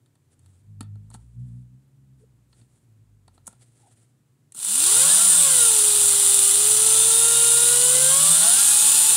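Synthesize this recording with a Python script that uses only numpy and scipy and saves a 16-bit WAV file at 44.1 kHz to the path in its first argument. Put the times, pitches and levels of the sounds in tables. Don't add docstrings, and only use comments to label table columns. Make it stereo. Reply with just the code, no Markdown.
import sys
import numpy as np
from scipy import signal
from scipy.fft import rfft, irfft, next_fast_len
from scipy.io import wavfile
from scipy.ndimage import uniform_filter1d, map_coordinates

SR = 44100
rng = np.random.default_rng(int(sys.argv[2]) if len(sys.argv) > 2 else 0)


def transcribe(u):
    v = np.clip(np.atleast_2d(u).T, -1, 1)
    q = np.round(v * 32767).astype(np.int16)
    wavfile.write(sys.argv[1], SR, q)


N = 403956
TIME = np.arange(N) / SR
POWER_ON_S = 4.538


def amp(db):
    return 10 ** (np.asarray(db) / 20)


def unit(x):
    return x / np.sqrt(np.mean(x ** 2) + 1e-20)


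def along(points, hz):
    f, v = np.transpose(points)
    return np.interp(np.log(hz + 1), np.log(f + 1), v)


def automation(points):
    return np.interp(TIME, *np.transpose(points))


def wobble(rate):
    knots = rng.standard_normal(int(N * rate / SR) + 4)
    return map_coordinates(knots, [TIME * rate], order=2)


def fade_in(start_s, length_s):
    return np.clip((TIME - start_s) / length_s, 0, 1)


def bell(x, centre, width):
    return np.exp(-2 * ((x - centre) / width) ** 2)


def bell_eq(bands, hz):
    return sum(db * bell(hz, centre, width) for centre, width, db in bands)


def resonances(modes, hz):
    return sum((-1) ** k * amp(db) * 1j * hz * width / (centre ** 2 - hz ** 2 + 1j * hz * width)
               for k, (centre, width, db) in enumerate(modes))


def filtered(x, response):
    size = next_fast_len(N + SR // 4, real=True)
    return irfft(rfft(x, size) * response(np.fft.rfftfreq(size, 1 / SR)), size)[..., :N]


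# f/Hz, left-right correlation
IMAGE = [(130, 0.95), (300, 0.85), (640, 0.44), (1400, 0.32), (3000, 0.01), (15000, 0.094)]
def spread(hz):
    return np.arccos(np.clip(along(IMAGE, hz), -1, 1)) / 2


def stereo(pair, spectrum):
    colour = lambda hz: amp(along(spectrum, hz)) * [np.cos(spread(hz)), np.sin(spread(hz))]
    mid, side = filtered(pair, colour)
    return unit(np.array([mid + side, mid - side]))


# f/Hz, relative level/dB
ROOM_TONE_EQ = [(15, -49), (25, -31), (43, -21), (70, -23), (119, 2), (148, -4.5), (179, -18), (247, -11.5),
                (570, -27), (1310, -31), (2440, -34), (5490, -37.5), (8000, -32), (15700, -43)]
def room_tone():
    return amp(-63.5 + 0.56 * wobble(5.9)) * stereo(rng.standard_normal((2, N)), ROOM_TONE_EQ)


# t/s, tick/dB, ring/dB, knock/dB, thump/dB
CONTACTS = [(.0594, -57, -46, -53, -48), (.1534, -55, -45, -56, -49), (.392, -50, -48, -60, -49),
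            (.4594, -49, -41, -56, -45), (.8071, -26.5, -15.5, -25, -7.5), (0.8282, -43, -40, -37, -21),
            (0.9551, -58, -46, -43, -21), (1.1019, -42, -47, -45, -28), (1.1114, -50, -36, -40, -30),
            (1.1411, -32, -28.5, -35, -16.5), (1.147, -38, -42, -27.5, -38), (2.5276, -61, -33, -47, -46),
            (2.613, -61, -39, -57, -21.5), (3.2784, -47, -33, -36, -27), (3.377, -56, -39, -39.5, -33.5),
            (3.4603, -43, -55, -52, -59), (3.4685, -23, -36, -38, -32), (3.476, -23, -43, -28, -27),
            (3.5274, -47, -42, -37, -29), (4.521, -32, -35, -54, -44), (4.547, -24.5, -37, -38, -23),
            (4.578, -24, -33, -41, -28), (4.6467, -7, -24, -42, -24)]
# f/Hz, relative level/dB
TICK_EQ = [(2650, -22), (4500, -16), (4720, -32), (5160, -14.5), (8000, 6), (9860, 4), (12900, -17),
           (13400, -22), (15700, -24)]
# f/Hz, width/Hz, gain/dB
CHASSIS_MODES = [(1820, 110, -4), (2900, 340, -8.5), (3560, 420, -5), (4370, 310, -1)]
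# f/Hz, width/Hz, gain/dB
TRACK_MODES = [(617, 300, 2), (906, 150, 9), (1334, 110, 8)]
def taps():
    t = np.arange(SR // 8) / SR
    attack = 1 - np.exp(-t / 0.00083)
    tail = amp(-29 - 60 * t / 0.052)
    blows = np.zeros((4, 2, N + SR))
    for start_s, *levels in CONTACTS:
        for blow, db, t60 in zip(blows, levels, [0.016, 0.023, 0.02, 0.045]):
            burst = rng.standard_normal((2, len(t))) * attack * (amp(-60 * t / t60) + tail)
            blow[:, round(start_s * SR):][:, :len(t)] += amp(db) * burst
    tick, ring, knock, thump = blows
    knock = knock[0] + 0.71 * knock[1] * np.array([[1], [-1]])
    return (filtered(tick, lambda hz: amp(along(TICK_EQ, hz) + 3.0))
            + filtered(ring, lambda hz: resonances(CHASSIS_MODES, hz))
            + filtered(knock, lambda hz: resonances(TRACK_MODES, hz))
            + filtered(thump[0], lambda hz: resonances([(199, 110, 0)], hz) ** 2))


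# f/Hz, t60/s
REVERB_TIMES = [(200, .25), (2000, 0.23), (9000, 0.1), (15000, 0.11)]
def reverb(x):
    hz, t, noise = signal.stft(rng.standard_normal((2, SR // 3)), SR, nperseg=256)
    decay = amp(-60 * t / along(REVERB_TIMES, hz)[:, None])
    tail = signal.istft(noise * decay, SR, nperseg=256)[1]
    return signal.fftconvolve(x, tail / np.linalg.norm(tail[0]), axes=1)[:, :N]


# centre t/s, length/s, level/dB
STROKES = [(.326, 0.027, -64), (0.517, .15, -69), (1.149, 0.023, -54), (1.213, 0.2, -71.5),
           (1.507, 0.19, -73), (2.22, .046, -67), (2.59, 0.098, -62.5), (2.763, .11, -68),
           (3.355, 0.045, -68), (3.494, 0.049, -59), (3.617, 0.11, -64), (3.9, 0.23, -61.5)]
# f/Hz, relative level/dB
SKIN_EQ = [(210, -36), (350, -6), (592, -11.5), (763, -13.5), (1140, -23), (1250, -15.5), (2730, -18),
           (3520, -16), (5760, -18.5), (7920, -8), (9590, -7.5), (15700, -56)]
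def fingers():
    strokes = sum(amp(db) * bell(TIME, s, length) for s, length, db in STROKES)
    grains = amp(1.5 * wobble(360) + 2.5 * wobble(40)) * rng.standard_normal((2, N))
    return strokes * stereo(grains, SKIN_EQ)


# t/s, f/Hz
ENGINE_PITCH = [(.4, 43.7), (.69, 50.6), (.99, 51.4), (1.27, 58), (1.9, 66.8), (2.8, 59), (3.45, 43.04),
                (3.56, 62.5), (3.95, 52), (4.15, 64.3)]
# t/s, level/dB
ENGINE_SUB = [(0.0, -90), (0.53, -82), (0.72, -62), (1.51, -51), (1.91, -76), (2.09, -62), (2.93, -76),
              (3.09, -63), (4.4, -95)]
# t/s, level/dB
ENGINE_BODY = [(0.0, -98), (0.48, -54), (0.62, -62), (0.7, -43), (0.98, -39), (1.31, -56), (1.38, -39),
               (1.58, -38.5), (1.68, -51), (1.75, -47), (1.86, -64), (2.11, -53), (2.55, -64), (2.62, -54),
               (2.7, -67), (3.0, -57), (4.35, -71.5), (4.4, -86)]
def engine_outside():
    turns = np.cumsum(automation(ENGINE_PITCH) * (1 + 0.035 * wobble(25.16))) / SR
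    body_db = automation(ENGINE_BODY)
    drone = np.zeros(N)
    for order, db in enumerate([automation(ENGINE_SUB), body_db, body_db - 13, body_db - 19], 1):
        waver = 1 + 0.2 * wobble(21)
        drone += amp(db) * waver * np.sin(2 * np.pi * order * turns + wobble(2.94))
    pan = amp([[.5], [-.5]])
    return np.sqrt(2) * drone * pan * (1 - fade_in(POWER_ON_S, 0.36))


# centre t/s, length/s, f/Hz, level/dB
TYRE_CREAKS = [(2.23, .04, 432, -62), (3.853, 0.062, 800, -64)]
def tyres():
    creaks = np.zeros(N)
    for s, length, hz, db in TYRE_CREAKS:
        envelope = amp(db + 4.6 * wobble(74)) * bell(TIME, s, length)
        slips = np.cumsum(hz * (1 + 0.1 * wobble(250))) / SR
        creaks += envelope * np.sin(2 * np.pi * slips)
    return creaks


PINION_TEETH, CROWN_TEETH = 7, 25
AXLE_ORDER = PINION_TEETH / CROWN_TEETH
# f/Hz, relative level/dB
SIZZLE_EQ = [(3240, -40), (5500, -29), (6580, -20), (7190, -1.5), (9310, 3.5), (10700, -2), (11500, -14.5),
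             (15000, -16), (15700, -18)]
# f/Hz, relative level/dB
RATTLE_EQ = [(41, -55), (70, -25.5), (135, -12), (372, -19.5), (432, -10.5), (583, -17.5), (817, -6.5),
             (1240, -8), (1410, -8), (1520, -8), (2130, -12), (2870, -1.5), (3530, 3), (5340, -0.5),
             (6200, 0), (8060, -25), (13600, -120)]
def gears_and_brushes(turns, hz, pull_db):
    scatter_db, burst_s, brush_energy, cruise_hz = 5.0, 0.00033, 1.0, 500
    hits = np.flatnonzero(np.diff(np.floor(turns * PINION_TEETH)))
    force = np.zeros(N)
    force[hits] = amp(scatter_db * rng.standard_normal(len(hits)))
    energy = signal.lfilter([1], [1, -np.exp(-1 / (burst_s * SR))], force ** 2)
    energy /= np.abs(uniform_filter1d(energy, size=2000)) + 1e-6
    chatter = np.sqrt(energy + brush_energy) * rng.standard_normal((2, N))
    octaves = np.log2(hz / cruise_hz)
    sizzle = amp(-14 + octaves + 0.46 * wobble(10)) * stereo(chatter, SIZZLE_EQ)
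    rattle = amp(-26.5 + pull_db + 1.5 * octaves + 0.22 * wobble(8)) * stereo(chatter, RATTLE_EQ)
    return sizzle + rattle


def tone(turns, hz, level_db, flutter_db):
    gain = np.sqrt(2) * amp(level_db + flutter_db * wobble(25))
    return gain * np.sin(2 * np.pi * turns + spread(hz) * np.array([[1], [-1]]))


# base level/dB, flutter/dB, share of lift lost in a fast sweep
HUM_PARTIALS = [(-53, 1.5, 0.53), (-47, -0.3, 0.63), (-51.5, 2.2, 0.37), (-53.5, 1.8, 0.2)]
# shaft order, base level/dB, change in a shudder/dB
AXLE_TONES = [(.56, -66.5, 3), (.72, -60, -2), (1.28, -63, 11.5), (1.44, -66, -14), (1.56, -69, -2),
              (1.72, -62.5, 9.5), (2.28, -64, 13.5), (2.56, -65.5, 12.5), (2.72, -73, 22)]
# f/Hz, width/Hz, lift/dB
CAR_LIFTS = [(157.9, 48.7, 13), (422.5, 45, 5), (510, 116, 14), (734, 34, 0), (918.3, 143, 7),
             (1119, 100, 21), (1413, 260, 12), (1595, 97, 11.5), (2590, 200, 12.5)]
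# f/Hz, width/Hz, lift/dB
JOLT_LIFT = [(810, 290, 14.5)]
def hum(turns, hz, pull_db, shudder):
    octaves_per_s = np.gradient(np.log2(hz)) * SR
    sweeping = np.tanh((octaves_per_s / 1.5) ** 2)
    jolt = bell(TIME, centre=8.47, width=0.076)
    slow_db = 18 * np.minimum(np.log2(hz / 450), 0)
    end_play = lambda: (0.014 + 0.039 * shudder) * wobble(120)
    push_db = lambda order: pull_db + jolt * bell_eq(JOLT_LIFT, order * hz)
    tones = np.zeros((2, N))
    for order, (db, flutter_db, loss) in zip([AXLE_ORDER, 1, 2, 3], HUM_PARTIALS):
        lift_db = bell_eq(CAR_LIFTS, order * hz) * (1 - loss * sweeping)
        level_db = db + lift_db + (order > 1) * slow_db + push_db(order)
        blurred_turns = order * turns + min(order, 1) * end_play()
        tones += tone(blurred_turns, order * hz, level_db, flutter_db + 2 * shudder)
    for order, db, shudder_db in AXLE_TONES:
        lift_db = 0.31 * bell_eq(CAR_LIFTS, order * hz)
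        level_db = db + lift_db + shudder_db * shudder + slow_db + push_db(order)
        tones += tone(order * turns + end_play(), order * hz, level_db, flutter_db=5.0)
    return tones


# shaft order, resonance f/Hz, width/Hz, level/dB
WHINE_FLARES = [(4, 2076, 360, -44), (5, 2300, 1150, -55.5), (6, 3160, 700, -38), (6, 3600, 90, -33),
                (8, 3730, 290, -33.5), (8, 6900, 1500, -31), (9, 3700, 242, -43), (14, 6150, 250, -36),
                (14, 9260, 2700, -21), (14, 12000, 680, -39), (21, 9640, 760, -21.5), (22, 11000, 270, -50)]
def whines(turns, hz):
    tones = np.zeros((2, N))
    for order, ring_hz, width_hz, db in WHINE_FLARES:
        swell_db = -10 * np.log10(1 + (2 * (order * hz - ring_hz) / width_hz) ** 6)
        backlash = 0.0046 * wobble(400)
        tones += tone(order * (turns + backlash), order * hz, db + swell_db, flutter_db=2.5)
    return tones


def axle_growl(turns, pull_db, shudder):
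    slaps = np.exp(-4 * (turns * AXLE_ORDER % 1)) * rng.standard_normal((2, N))
    growl = unit(filtered(slaps, lambda hz: resonances(TRACK_MODES, hz)))
    return amp(-47.5 + pull_db) * shudder * growl


# f/Hz, width/Hz, gain/dB
BODY_EQ = [(1105, 36, 2), (1405, 66, 7), (1625, 68, 0), (2040, 38, 12), (2070, 120, -6), (2500, 22, 7.5),
           (2727, 45, -12), (2760, 96, 5.5), (2990, 63, 4.5), (3616, 28, -3.5), (3586, 78, 4),
           (4160, 260, 2), (4400, 39, -23), (5280, 120, 8), (5310, 88, -25), (6420, 160, 4.5),
           (6900, 290, 3.5), (8400, 360, 1.5), (8820, 220, -1), (9210, 480, 3), (11250, 260, -2),
           (11700, 260, 1.5), (12660, 600, 3.5), (14100, 700, 0)]
# f/Hz, left over right/dB
BODY_PAN = [(150, 1.5), (500, 0), (900, 4.5), (1400, 4), (2100, -2), (3000, 7), (3800, -3.5), (5000, 0.5),
            (6200, -7), (6600, 3), (7900, -7), (8600, -4.5), (9400, 7.5), (10400, 4), (11100, 9),
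            (12400, -2), (14000, 1)]
def body_response(hz):
    pan = amp(along(BODY_PAN, hz) * np.array([[.5], [-.5]]))
    return amp(bell_eq(BODY_EQ, hz)) * pan / np.sqrt(np.mean(pan ** 2, 0))


# t/s, f/Hz
SHAFT_SPEED = [(4.62, 125.3), (4.75, 235), (4.9, 388), (5.12, 633.6), (5.24, 700.5), (5.4, 584.6),
               (5.6, 476.6), (5.77, 426.3), (6.0, 413.3), (6.5, 401.1), (6.7, 429.3), (7.0, 446),
               (7.3, 464.5), (7.55, 468.4), (7.8, 487.8), (8.08, 523.8), (8.22, 566.3), (8.42, 620.2),
               (8.6, 814), (9.0, 875), (9.16, 878)]
def motor():
    shudder_hz, full_pull_hz_per_s, bass_cut_hz = 640, 670, 93
    hz = uniform_filter1d(automation(SHAFT_SPEED), size=2000)
    shudder = np.exp(-(np.log(hz / shudder_hz) / 0.26) ** 2)
    pull_db = 1.8 * np.clip(np.gradient(hz) * SR / full_pull_hz_per_s, 0, 1)
    tremble = 0.000792 * wobble(30) + 0.002 * wobble(300)
    turns = np.cumsum(hz * (1 + tremble)) / SR
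    noise = gears_and_brushes(turns, hz, pull_db) + axle_growl(turns, pull_db, shudder)
    tones = hum(turns, hz, pull_db, shudder) + whines(turns, hz)
    tones *= fade_in(4.66, 0.036)
    tones = filtered(tones, lambda f: 1 - 1 / (1 + (f / bass_cut_hz) ** 6))
    return filtered((noise + tones) * fade_in(POWER_ON_S, 0.33), body_response)


def scene():
    contacts = taps()
    bed = room_tone()
    return motor() + contacts + amp(-13) * reverb(contacts) + fingers() + tyres() + engine_outside() + bed


def record(dry):
    ceiling, top_hz = 0.93, 15750
    clipped = dry / (1 + np.abs(dry / ceiling) ** 8) ** (1 / 8)
    return filtered(clipped, lambda hz: 1 / (1 + (hz / top_hz) ** 500))


dry = scene()
out = record(dry)
transcribe(out)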